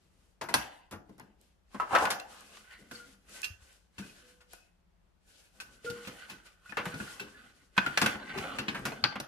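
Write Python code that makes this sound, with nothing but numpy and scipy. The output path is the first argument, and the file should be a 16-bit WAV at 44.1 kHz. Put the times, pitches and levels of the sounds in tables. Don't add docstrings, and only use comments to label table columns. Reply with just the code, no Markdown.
import sys
import numpy as np
from scipy import signal
from scipy.fft import rfft, irfft, next_fast_len
from scipy.io import wavfile

SR = 44100
rng = np.random.default_rng(int(sys.argv[2]) if len(sys.argv) > 2 else 0)


def store_wav(level_fs):
    pcm = np.round(np.clip(np.atleast_2d(level_fs), -1, 1) * 32767)
    wavfile.write(sys.argv[1], SR, pcm.T.astype(np.int16))


N = 408807
TIME_S = np.arange(N) / SR
SIDES = np.array([[1], [-1]])
PICKED_UP_S, LIFTED_S, CLEAR_S = 1.7, 2.04, 2.2
SNAP_HZ = 3180


def from_db(db):
    return 10 ** (np.asarray(db) / 20)


def pan(left_right_db):
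    return from_db(0.5 * SIDES * left_right_db)


def rms_one(x):
    return x / np.sqrt(np.mean(x ** 2) + 1e-20)


def at_hz(points, hz):
    points = np.array(points)
    return np.interp(np.log(hz), np.log(points[:, 0]), points[:, 1])


def band(x, low_hz, high_hz):
    return signal.sosfilt(signal.butter(2, [low_hz, high_hz], "band", fs=SR, output="sos"), x)


def drift(rate_hz, s):
    steps = rng.standard_normal(int(N / SR * rate_hz) + 3)
    return np.interp(s * rate_hz, np.arange(len(steps)), steps)


# hz, correlation (1)
EAR_LIKENESS = [(60, 0.84), (180, 0.3), (550, 0.066), (1650, 0.059), (4970, 0.017), (15000, 0.13)]


def stereo_noise(spectrum):
    size = next_fast_len(N)
    hz = np.maximum(np.fft.rfftfreq(size, 1 / SR), 1)
    alike = np.clip(at_hz(EAR_LIKENESS, hz), -1, 1)
    mid, side = rfft(rng.standard_normal((2, size)))
    both = np.sqrt(1 + alike) * mid + np.sqrt(1 - alike) * side * SIDES
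    return rms_one(irfft(both * from_db(at_hz(spectrum, hz)), size)[:, :N])


# (per Hz, relative)
AIR_SPECTRUM = [(25, 0), (58, -5), (140, -22.5), (177, -11), (250, -28), (300, -25.5), (966, -30),
                (14000, -52)]
AIR_DB = -64


def room_tone():
    level_db = AIR_DB + 0.59 * drift(4.9, TIME_S)
    return from_db(level_db) * stereo_noise(AIR_SPECTRUM)


# hz, t60_s
ROOM_DECAY = [(150, 0.34), (600, 0.6), (2000, 0.29), (5000, 0.29), (11000, 0.23)]
ROOM_DB = -9.5


def room(x):
    t, edges_hz = np.arange(SR) / SR, 60 * 2. ** np.arange(9)
    noise = rng.standard_normal((3, SR))
    shared, own = noise[0], noise[1:]
    tail = np.zeros((2, SR))
    for low_hz, high_hz in zip(edges_hz, edges_hz[1:]):
        share, apart = 500 / high_hz, high_hz / 500
        octave = band(shared * share + own * apart, low_hz, high_hz) / (share + apart)
        tail += octave * from_db(-60 * t / at_hz(ROOM_DECAY, np.sqrt(low_hz * high_hz)))
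    tail *= 1 - np.exp(-t / 0.0056)
    tail /= np.sqrt(np.sum(tail ** 2, axis=1, keepdims=True))
    return signal.fftconvolve(x, tail, axes=1)[:, :N]


# start_s, level_db, pitch_hz
FLOOR_BUMPS = [(0.578, -42.5, 64), (0.932, -42, 91.6), (3.1, -53, 47.2), (3.501, -38, 83.7),
               (3.617, -47.5, 69.4), (3.983, -45.5, 84.2), (3.996, -33.5, 190), (5.887, -48, 109),
               (6.865, -28.5, 170.3), (6.955, -32.5, 164), (6.997, -42, 66), (7.012, -39, 203),
               (7.202, -48, 127), (8.001, -54, 133), (8.852, -36, 130), (9.031, -33, 124)]


def bumps():
    t, out = np.arange(SR // 2) / SR, np.zeros(N)
    for start_s, level_db, pitch_hz in FLOOR_BUMPS:
        shape = from_db(level_db - 60 * t / 0.13) * (1 - np.exp(-t / 0.0032))
        swing = shape * np.sin(2 * np.pi * pitch_hz * t)
        at = round(start_s * SR)
        out[at:at + len(t)] += swing[:N - at]
    return out


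# reached_s (full motion), held_s, rattle_db, rattle_hz, rub_db, flex_db
HAND_MOVES = [(0.02, 0.23, -82, 1050, -83.5, -74.5), (0.568, 0.018, -42, 1877, -59, -63),
              (1.09, 0.2, -76, 985, -89, -62), (1.408, 0.019, -81, 970, -78, -70.5),
              (1.74, 0.17, -56.5, 1020, -73, -68), (1.929, 0.095, -32, 956, -56, -63),
              (2.299, 0.29, -59, 1106, -67, -67.5), (2.71, 0.017, -58, 1740, -69, -96.5),
              (2.8, 0.021, -66.5, 1490, -75, -55), (2.93, 0.023, -60, 1500, -62, -57),
              (3.07, 0.0053, -67.5, 1500, -68.5, -55.5), (3.289, 0.0092, -62, 1500, -68, -58.5),
              (3.359, 0.01, -55.5, 2160, -59, -77.5), (3.621, 0.096, -71.5, 1710, -71.5, -72.5),
              (4.007, 0.029, -60, 1580, -61, -59.5), (4.16, 0.13, -67, 1580, -72.5, -65.5),
              (4.528, 0.023, -71, 2300, -69.5, -84), (5.28, 0.17, -85, 1554, -72.5, -78.5),
              (5.561, 0.021, -66, 800, -73, -64.5), (5.66, 0.11, -73.5, 1550, -75.5, -67),
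              (5.862, 0.13, -57.5, 1500, -63.5, -55.5), (6.04, 0.18, -55, 1500, -64, -76),
              (6.299, 0.034, -56.5, 1450, -68.5, -62), (6.459, 0.0087, -63, 1480, -71.5, -87.5),
              (6.662, 0.2, -63.5, 1480, -72, -91), (6.86, 0.044, -50, 1400, -61, -59),
              (6.98, 0.16, -54.5, 1480, -61.5, -60), (7.25, 0.21, -62, 1540, -75.5, -62),
              (7.498, 0.13, -73, 1550, -78.5, -69), (7.8, 0.12, -51, 1790, -65.5, -49.5),
              (7.99, 0.077, -40.5, 1610, -56, -41.5), (8.2, 0.12, -54, 1360, -80, -50),
              (8.289, .03, -44.5, 1390, -71.5, -45), (8.361, 0.17, -37, 620, -63, -44.5),
              (8.68, 0.21, -51.5, 1190, -67.5, -44.5), (8.94, 0.13, -54.5, 1280, -73, -47.5),
              (9.102, 0.1, -52.5, 1210, -91.5, -70)]
RISE_DB_PER_S, FALL_DB_PER_S = 323, 116.5
REST_DB = -102


def moves():
    reached_s, held_s, rattle_db, rattle_hz, rub_db, flex_db = np.transpose(HAND_MOVES)[:, :, None]
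    t = np.linspace(0, N / SR, 2000)
    rise_db = -RISE_DB_PER_S * np.maximum(reached_s - t, 0)
    fall_db = -FALL_DB_PER_S * np.maximum(t - reached_s - held_s, 0)
    powers = [from_db(rise_db + fall_db + level_db) ** 2 for level_db in (rattle_db, rub_db, flex_db)]
    levels_db = [10 * np.log10(p.sum(axis=0) + from_db(REST_DB) ** 2) for p in powers]
    pitch_hz = (powers[0] * rattle_hz).sum(axis=0) / powers[0].sum(axis=0)
    curves = (levels_db[0], pitch_hz, levels_db[1], levels_db[2])
    return [np.interp(TIME_S, t, curve) for curve in curves]


def contacts(per_s, spread_db):
    at = np.flatnonzero(rng.random(N) < per_s / SR)
    size_db = spread_db * np.minimum(rng.exponential(1, N), 4)[at]
    sizes = from_db(size_db) * rng.choice([-1, 1], N)[at]
    return at, rms_one(sizes) * np.sqrt(SR / per_s)


def near_db(hz, centre_hz, db_per_octave):
    return -db_per_octave * np.abs(np.log2(hz / centre_hz))


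def ring(clicks, hz, t60_s):
    r = from_db(-60 / (np.clip(t60_s, .01, 1.5) * SR))
    w = 2 * np.pi * hz / SR
    return signal.lfilter([0, np.sin(w)], [1, -2 * r * np.cos(w), r * r], clicks + 1e-18)


def shaken(at, sizes, modes, damping, centre_hz, wander_db, db_per_octave=7.5):
    out, drive = np.zeros((2, N)), np.zeros(N)
    for k, (hz, level_db, t60_s) in enumerate(modes):
        mode_db = level_db + near_db(hz, centre_hz, db_per_octave) + wander_db * drift(13.0, at / SR)
        drive[at] = sizes * from_db(mode_db)
        damped_s = damping * t60_s
        part = ring(drive, hz, damped_s) / np.sqrt(damped_s * SR) * (-1) ** k
        out[0] += part
        out[1] += np.roll(part, rng.integers(-8, 9))
    return out


# pitch_hz, level_db (relative), t60_s (before damping)
SLAT_BENDING = [(760, 0.5, 0.04), (1100, -3, 0.018), (1260, -20, 0.13), (1350, -6, 0.078),
                (1460, -0.5, 0.27), (1515, 1.5, 0.18), (1526, -0.5, 0.22), (1711, -2.5, 0.25),
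                (1731, -12.5, 0.24), (2055, -14, .15), (2370, -22, 0.043), (2553, -2, 0.22),
                (2690, -5, 0.33), (2750, -18.5, 0.6), (3160, -16.5, 0.1), (3270, -34, 0.12),
                (3510, -21, 0.2), (4190, -9, 0.29), (4540, -13, 0.13), (5240, -13.5, .15),
                (7050, -23, 0.24)]
# (per Hz, relative)
RUSTLE_SPECTRUM = [(180, -31.5), (300, -7.5), (496, -3.5), (574, -5), (1150, -14), (1470, -4.5),
                   (1940, -10.5), (2510, -5), (9820, -9.5), (12500, -14), (14500, -42)]
RUSTLE_PATCHY_DB = 1.6


def rubbing(rub_db):
    rustle = stereo_noise(RUSTLE_SPECTRUM)
    edges_hz, together = np.geomspace(150, 15000, 9), drift(30.0, TIME_S)
    out = np.zeros((2, N))
    for k, (low_hz, high_hz) in enumerate(zip(edges_hz, edges_hz[1:])):
        level_db = rub_db + 5.0 + 2.6 * together + RUSTLE_PATCHY_DB * drift(23.0, TIME_S)
        out += from_db(level_db) * band(rustle, low_hz, high_hz) * (-1) ** k
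    at, sizes = contacts(per_s=220.0, spread_db=-1.5)
    touched = sizes * (at > PICKED_UP_S * SR) * from_db(rub_db[at] + 8.5)
    out += shaken(at, touched, SLAT_BENDING[5::2], damping=.7, centre_hz=3040, wander_db=7.0)
    ticks = np.zeros(N)
    ticks[at] = sizes * from_db(rub_db[at] - 5.5)
    return out + band(ticks, 2500, 15000)


# pitch_hz, level_db (relative), t60_s (before damping)
TOP_FLEXING = [(106, -8, 0.11), (146, -4, 0.04), (192, -5, 0.11), (238, -4.5, 0.12), (285, -5.5, 0.19),
               (414, 0, 0.027)]


def flexing(flex_db):
    at, sizes = contacts(per_s=980.0, spread_db=2.5)
    sizes = sizes * from_db(flex_db[at] + 2.1 * drift(25.0, at / SR))
    return from_db(12.0) * shaken(at, sizes, TOP_FLEXING, damping=0.51, centre_hz=190, wander_db=3.5)


def rattling(rattle_db, rattle_hz):
    at, sizes = contacts(per_s=2200.0, spread_db=2.5)
    sizes = sizes * from_db(rattle_db[at] + 2.1 * drift(40.0, at / SR))
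    centre_hz = rattle_hz[at]
    touched = at > PICKED_UP_S * SR
    out = from_db(3.5) * shaken(at, sizes * touched, SLAT_BENDING, damping=0.19, centre_hz=centre_hz,
                                wander_db=5.5, db_per_octave=9.0)
    body = [(hz, -8 * max(np.log2(hz / 2400), 0), 8 / hz) for hz in np.geomspace(260, 4600, 22)]
    db_per_octave = np.where(touched & (at < CLEAR_S * SR), 10.5, 5.5)
    out += from_db(5.0) * shaken(at, sizes, body, damping=0.99, centre_hz=centre_hz,
                                 wander_db=3.0, db_per_octave=db_per_octave)
    return out


# start_s, level_db, left_right_db
JOINT_TICKS = [(0.441, -45, 0), (0.9112, -47.5, 5), (1.1807, -58, -4), (1.1978, -46.5, -4),
               (1.413, -55.5, -8.5), (1.9867, -38, -3), (2.408, -47, -4), (3.2946, -49.5, -2),
               (3.4182, -36, 3), (3.7284, -54.5, 4.5), (4.5333, -41.5, 1), (6.8567, -38, -6),
               (8.7939, -49, 1)]
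LONE_TICK_HZ, LONE_TICK_T60_S = (4800, 13000), 0.0087


def lone_ticks():
    t, out = np.arange(2000) / SR, np.zeros((2, N + 2000))
    for start_s, level_db, left_right_db in JOINT_TICKS:
        noise = rng.standard_normal((3, len(t)))
        bright = rms_one(band(noise[0] + 0.54 * noise[1:], *LONE_TICK_HZ))
        at = round(start_s * SR)
        out[:, at:at + len(t)] += bright * pan(left_right_db) * from_db(level_db - 60 * t / LONE_TICK_T60_S)
    return out[:, :N]


# start_s, level_db, pitch_hz, t60_s, left_right_db
NOTES_AND_PINGS = [(2.099, -59, 496, 0.92, 7), (2.447, -75, 2500, 0.81, 0), (2.702, -51, 1506, 0.14, 4),
                   (2.704, -55, 1800, 0.14, 0), (2.915, -54, 486, 0.57, -6), (2.92, -52.5, 1406, 0.35, 0),
                   (2.95, -48, 4500, 0.1, 5), (2.995, -45, 1417, 0.14, 4), (3.34, -57, 1527, 0.66, 0),
                   (4.024, -44, 1530, 0.11, 2), (4.028, -57, 2503, 0.27, -6), (4.225, -63.5, 497, 0.88, -6),
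                   (4.291, -61, 1496, 0.3, 2), (4.41, -62, 1440, 0.14, 3), (4.557, -68, 2560, 0.56, -3),
                   (5.609, -47.5, 1500, 0.24, -1), (5.845, -38.5, 453, 0.2, -6),
                   (5.86, -38.5, 477.5, 0.73, 4), (5.86, -38, 1416, 0.16, -3), (5.9, -48, 1456, 0.36, 7),
                   (6.077, -46, 506, 0.22, -3), (6.225, -47.5, 1475, 0.13, 3),
                   (6.331, -47, 1506, 0.11, -10), (6.659, -49, 1462, 0.24, -1.5),
                   (6.775, -41.5, 486, 0.8, -7), (6.936, -39.5, 1460, 0.15, 6), (6.995, -55, 2830, 0.67, 0),
                   (7.053, -44, 1458, 0.079, 3), (7.077, -40, 1412, 0.086, 3), (7.1, -45, 1455, 0.15, 0),
                   (7.21, -39.5, 404, 0.21, 3), (7.22, -55, 513, 0.29, -11), (7.344, -48.5, 1710, 0.22, 1),
                   (8.014, -41, 490, 0.42, 5), (8.309, -43, 1555, 0.29, 4), (8.359, -39, 390, 0.32, 4),
                   (8.747, -35, 1590, 0.09, 0), (9.046, -30.5, 1545, 0.16, 8), (9.039, -21, 4200, 0.016, 4),
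                   (9.0395, -21, 4600, 0.016, 4), (2.057, -31, 1454, 0.086, 3), (2.097, -38, 1526, 0.24, 1)]
NOTE_RISE_S = 0.0015
WAVER_DB, WAVER_CYCLES = 2.5, 22


def notes_and_pings():
    t, out = np.arange(SR // 2) / SR, np.zeros((2, N + SR))
    chances = rng.standard_normal((len(NOTES_AND_PINGS), 128))
    for (start_s, level_db, pitch_hz, t60_s, left_right_db), chance in zip(NOTES_AND_PINGS, chances):
        steps = np.interp(t * pitch_hz / WAVER_CYCLES, np.arange(127), chance[1:])
        waver_db = WAVER_DB * np.sqrt(pitch_hz / 500) * steps
        shape = from_db(level_db + waver_db - 60 * t / np.clip(t60_s, .012, 1))
        shape *= (1 - np.exp(-t / NOTE_RISE_S)) * (1 - (t / t[-1]) ** 4)
        ear_t = t + 0.5 * SIDES * .0001 * chance[0]
        at = round(start_s * SR)
        out[:, at:at + len(t)] += shape * pan(left_right_db) * np.sin(2 * np.pi * pitch_hz * ear_t)
    return out[:, :N]


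BURST_SHARE = [1.073, 1.81, 0.7, 0.68]
BURST_LOOSENESS = [0.45, 0.34, 0.91, 0.22]
THUD_HZ, TICK_HZ = (105, 346), (7800, 13700)
SOFT_RISE_S, SOFT_BELOW_DB = 0.0069, -49


def bursts(hits):
    size = 2 ** 13
    t, hz = np.arange(size) / SR, np.fft.rfftfreq(size, 1 / SR) + 1
    out = np.zeros((2, N + size))
    for start_s, clack_db, clack_hz, t60_s, thud_db, edge_db, _, tick_db, left_right_db in hits:
        edges_hz = [(clack_hz / 3.3, clack_hz * 1.7), THUD_HZ, (SNAP_HZ / 2.1, SNAP_HZ * 2.11), TICK_HZ]
        levels_db = clack_db + np.array([0, thud_db, edge_db, edge_db + tick_db])
        white = rfft(rng.standard_normal((4, 3, size)))
        lag = np.exp(2j * np.pi * hz * rng.normal(0, .00008) * SIDES)
        soft_s = SOFT_RISE_S / (1 + from_db(clack_db - SOFT_BELOW_DB))
        at = round(start_s * SR)
        parts = zip(edges_hz, levels_db, BURST_SHARE, BURST_LOOSENESS, white)
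        for (low_hz, high_hz), level_db, share, loose, w in parts:
            rise_s = 0.00033 + soft_s + 3.2 / np.sqrt(low_hz * high_hz)
            rise = 1 - np.exp(-t / rise_s)
            burst = from_db(-60 * t / (share * np.clip(t60_s, .01, .15)))
            crack = 2.0 * from_db(-60 * t / (0.0084 * share))
            colour = 1 / (1 + (low_hz / hz) ** 3) / (1 + (hz / high_hz) ** 4)
            noise = rms_one(irfft((w[0] * lag + loose * w[1:]) * colour))
            out[:, at:at + size] += noise * rise * (burst + crack) * from_db(level_db) * pan(left_right_db)
    return out[:, :N]


def clack_and_snap(hits, snap_gain_db):
    ring_db = hits[:, 1] + hits[:, 6]
    snap_db = ring_db + hits[:, 5] + snap_gain_db
    return [(ring_db, hits[:, 2]), (snap_db, np.full(len(hits), SNAP_HZ))]


def struck(hits, contact, modes, scatter_db, damping, db_per_octave, unlike, size):
    hz, mode_db, t60_s = np.transpose(modes)
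    t, out = np.arange(size) / SR, np.zeros((2, N + size))
    fade = 1 - (t / t[-1]) ** 4
    chances = rng.standard_normal((len(hits), 4, len(modes)))
    for k, (hit, chance) in enumerate(zip(hits, chances)):
        reach = sum(from_db(level_db[k] + near_db(hz, pitch_hz[k], db_per_octave))
                    for level_db, pitch_hz in contact)
        side = pan(hit[-1] + 9.2 * chance[1] * np.minimum(hz / 700, 1))
        lag = np.exp(2j * np.pi * hz * .00005 * chance[2] * SIDES)
        strength = reach * from_db(mode_db + scatter_db * chance[0])
        start = strength * side * lag * (-1) ** np.arange(len(hz))
        rate = 2j * np.pi * hz * (1 + unlike * chance[3]) - np.log(1000) / (damping * t60_s)
        at = round(hit[0] * SR)
        out[:, at:at + size] += (start @ np.exp(np.outer(rate, t))).imag * fade
    return out[:, :N]


# start_s, clack_db, clack_hz, burst_t60_s (before band share and limits),
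# thud_db, edge_db, ring_db (last three relative to clack)
FRAME_BLOWS = [(0.412, -32.5, 1130, 0.2, -11.5, -7, -13), (0.487, -35.5, 1190, 0.15, -6.5, -7, -10.5),
               (0.54, -20, 1502, 0.088, -11.5, 1, -12.5), (0.91, -46, 907, 0.17, 3, -1.5, -20),
               (0.921, -38.5, 1104, 0.26, -4.5, -11.5, -25.5), (1.092, -51, 892, 0.064, 13.5, -9, -19),
               (1.181, -52, 1130, 0.11, 1.5, -7, -30), (1.197, -44.5, 1405, 0.082, -0.5, -24, -12)]
# pitch_hz, level_db (relative), t60_s (before damping)
FRAME_RINGING = [(443, 5, 0.2), (880, 6, 0.13), (947, 6, 0.35), (1033, 6.5, .2), (1460, 6, 0.096),
                 (1630, -9.5, 0.34), (1990, 3.5, 0.11), (2700, -11.5, 0.17), (3530, -10.5, 0.12),
                 (4260, -7.5, 0.33), (5400, -9.5, 0.14)]
FRAME_TICK_DB, FRAME_PAN_DB = -3.5, 0.5


def frame_blows():
    hits = np.array([(*hit, FRAME_TICK_DB, FRAME_PAN_DB) for hit in FRAME_BLOWS])
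    return bursts(hits) + struck(hits, clack_and_snap(hits, snap_gain_db=-0.5), FRAME_RINGING, scatter_db=2.0,
                                 damping=0.45, db_per_octave=8.5, unlike=0.0071, size=9000)


# start_s, clack_db, clack_hz, burst_t60_s (before band share and limits),
# thud_db, edge_db, ring_db (last three relative to clack)
SLAT_BLOWS = [(1.745, -34.5, 980, 0.087, -5, -16.5, -15), (1.799, -35, 1280, 0.11, -29, -11, 6.5),
              (1.82, -37, 1080, 0.18, -19, -40, 4.5), (1.908, -36, 855, 0.17, -19, -28, 5.5),
              (1.933, -27, 854, 0.17, -30, -35, 4), (1.95, -14.5, 1290, 0.11, -37, -17.5, -9.5),
              (1.986, -28.5, 776, 0.064, -34, -6, -23), (2.008, -26.5, 1110, 0.055, -17, -33, -2.5),
              (2.022, -25, 800, 0.055, -21, -33, -3.5), (2.053, -25.5, 1400, 0.059, -18.5, -6.5, -2.5),
              (2.07, -26, 1260, 0.058, -17, -22, -6), (2.103, -29, 1530, 0.19, -17, 2, -14),
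              (2.198, -41, 1610, 0.035, -40, 7, -9.5), (2.569, -42.5, 1700, 0.036, -19, -6, -22),
              (2.729, -62, 2500, 0.07, -20, 3, -3), (2.912, -44, 1370, 0.079, 2, 1.5, -7.5),
              (3.431, -50.5, 1590, 0.083, -21, 16, -7), (3.442, -45, 2620, 0.089, -11.5, 16, -4),
              (3.982, -45, 1570, 0.17, 3.5, 2, -5), (4.405, -58.5, 1455, 0.24, -14, 1.5, -11),
              (4.534, -42, 888, 0.033, -24.5, -23.5, -1), (5.601, -47.5, 1430, 0.13, -14, 9.5, -5),
              (5.845, -52, 1400, 0.18, 6, 7, -10), (5.899, -45, 1430, 0.086, 8, 8, -11),
              (6.05, -49.5, 2350, 0.18, -18, -5, -1), (6.073, -41.5, 1470, 0.12, -2, 1, -6),
              (6.298, -45.5, 2540, 0.18, -2.5, 0.5, -1), (6.695, -53, 1510, 0.22, -2, 3, -4),
              (6.723, -38.5, 1330, 0.055, -9, -32, 1), (6.77, -26, 1480, 0.19, -13, -16.5, 0),
              (6.854, -34, 1540, 0.14, -8, -10, -10), (6.94, -37.5, 1410, 0.1, -3, -7.5, -13),
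              (7.001, -36.5, 1385, 0.077, 3.5, -13, -1), (7.197, -39.5, 2170, 0.16, -4.5, -3, -0.5),
              (7.766, -42, 1437, 0.18, -21, -5, 0), (7.778, -14.5, 1860, 0.049, -13.5, -22, -3),
              (7.863, -25, 1570, 0.071, -7.5, -14.5, -3), (7.974, -21, 1790, 0.064, -19, -0.5, -9),
              (8.015, -20, 1540, 0.12, -4, -4, -8.5), (8.061, -23, 1600, 0.069, -39, -2.5, -6),
              (8.151, -36.5, 1470, 0.07, 0, -28, -4), (8.376, -34.5, 2030, 0.098, -3, -8, -14),
              (8.385, -30, 2020, 0.034, -22, -5, -11), (8.586, -30, 2180, 0.1, -1.5, -6, -2),
              (8.682, -25.5, 2330, 0.074, -3.5, -18, -5.5), (8.746, -33, 1570, 0.17, -8, -14, -11),
              (8.797, -44, 1010, 0.065, 2, -15, -20), (8.853, -30, 1500, 0.16, -5.5, -3, -6),
              (8.92, -34.5, 606, 0.086, -11, -16, 4.5), (9.039, -18, 2100, 0.065, -11.5, -22.5, -13),
              (9.125, -36.5, 705, 0.032, -25, -22, 3), (9.156, -29.5, 1520, 0.069, -5, -20, -19),
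              (9.2, -30, 920, 0.051, -2.5, -1, -24)]
# pitch_hz, level_db (relative), t60_s (before damping)
LYING_RINGING = [(430, -20, 0.12), (786, 1, 0.14), (984, -2, 0.41), (1080, -3, 0.1), (1130, -7.5, 0.3),
                 (1311, -2.5, 0.18), (1497, -7, 0.053), (1694, -4.5, 0.11), (2070, -14, 0.076),
                 (2300, -13.5, 0.1), (2740, -4.5, 0.13)]
SLAT_TICK_DB, SLAT_PAN_DB = -6.5, -0.66


def slat_blows():
    hits = np.array([(*hit, SLAT_TICK_DB, SLAT_PAN_DB) for hit in SLAT_BLOWS])
    lying, held = hits[hits[:, 0] < LIFTED_S], hits[hits[:, 0] > LIFTED_S]
    out = bursts(hits)
    out += struck(lying, clack_and_snap(lying, snap_gain_db=-0.8), LYING_RINGING, scatter_db=4.0,
                  damping=0.64, db_per_octave=16.5, unlike=0.0011, size=5000)
    out += struck(held, clack_and_snap(held, snap_gain_db=6.0), SLAT_BENDING, scatter_db=3.5,
                  damping=0.27, db_per_octave=19.0, unlike=0.02, size=5000)
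    thud = [(hits[:, 1] + hits[:, 4] + 0.64, np.full(len(hits), 180))]
    out += struck(hits, thud, TOP_FLEXING, scatter_db=6.5,
                  damping=0.58, db_per_octave=15.5, unlike=0.056, size=7000)
    return out


def scene():
    rattle_db, rattle_hz, rub_db, flex_db = moves()
    near = bumps() + rubbing(rub_db) + flexing(flex_db) + rattling(rattle_db, rattle_hz)
    near += lone_ticks() + notes_and_pings() + frame_blows() + slat_blows()
    return near + from_db(ROOM_DB) * room(near) + room_tone()


# hz, left_right_db
LEFT_RIGHT_COLOUR = [(60, 3), (250, 2.5), (700, 3), (1500, -1), (4000, 4.5), (9000, -0.5)]
CUTOFF_HZ = 16600


def record(dry):
    size = next_fast_len(N)
    balance_db = at_hz(LEFT_RIGHT_COLOUR, np.fft.rfftfreq(size, 1 / SR) + 1)
    dry = irfft(rfft(dry, size) * pan(balance_db), size)[:, :N]
    dry = signal.sosfilt(signal.butter(4, 42, "high", fs=SR, output="sos"), dry)
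    dry = signal.sosfilt(signal.butter(11, 13400, fs=SR, output="sos"), dry)
    return signal.sosfilt(signal.cheby2(12, 70, CUTOFF_HZ, fs=SR, output="sos"), dry)


dry = scene()
out = record(dry)
store_wav(out)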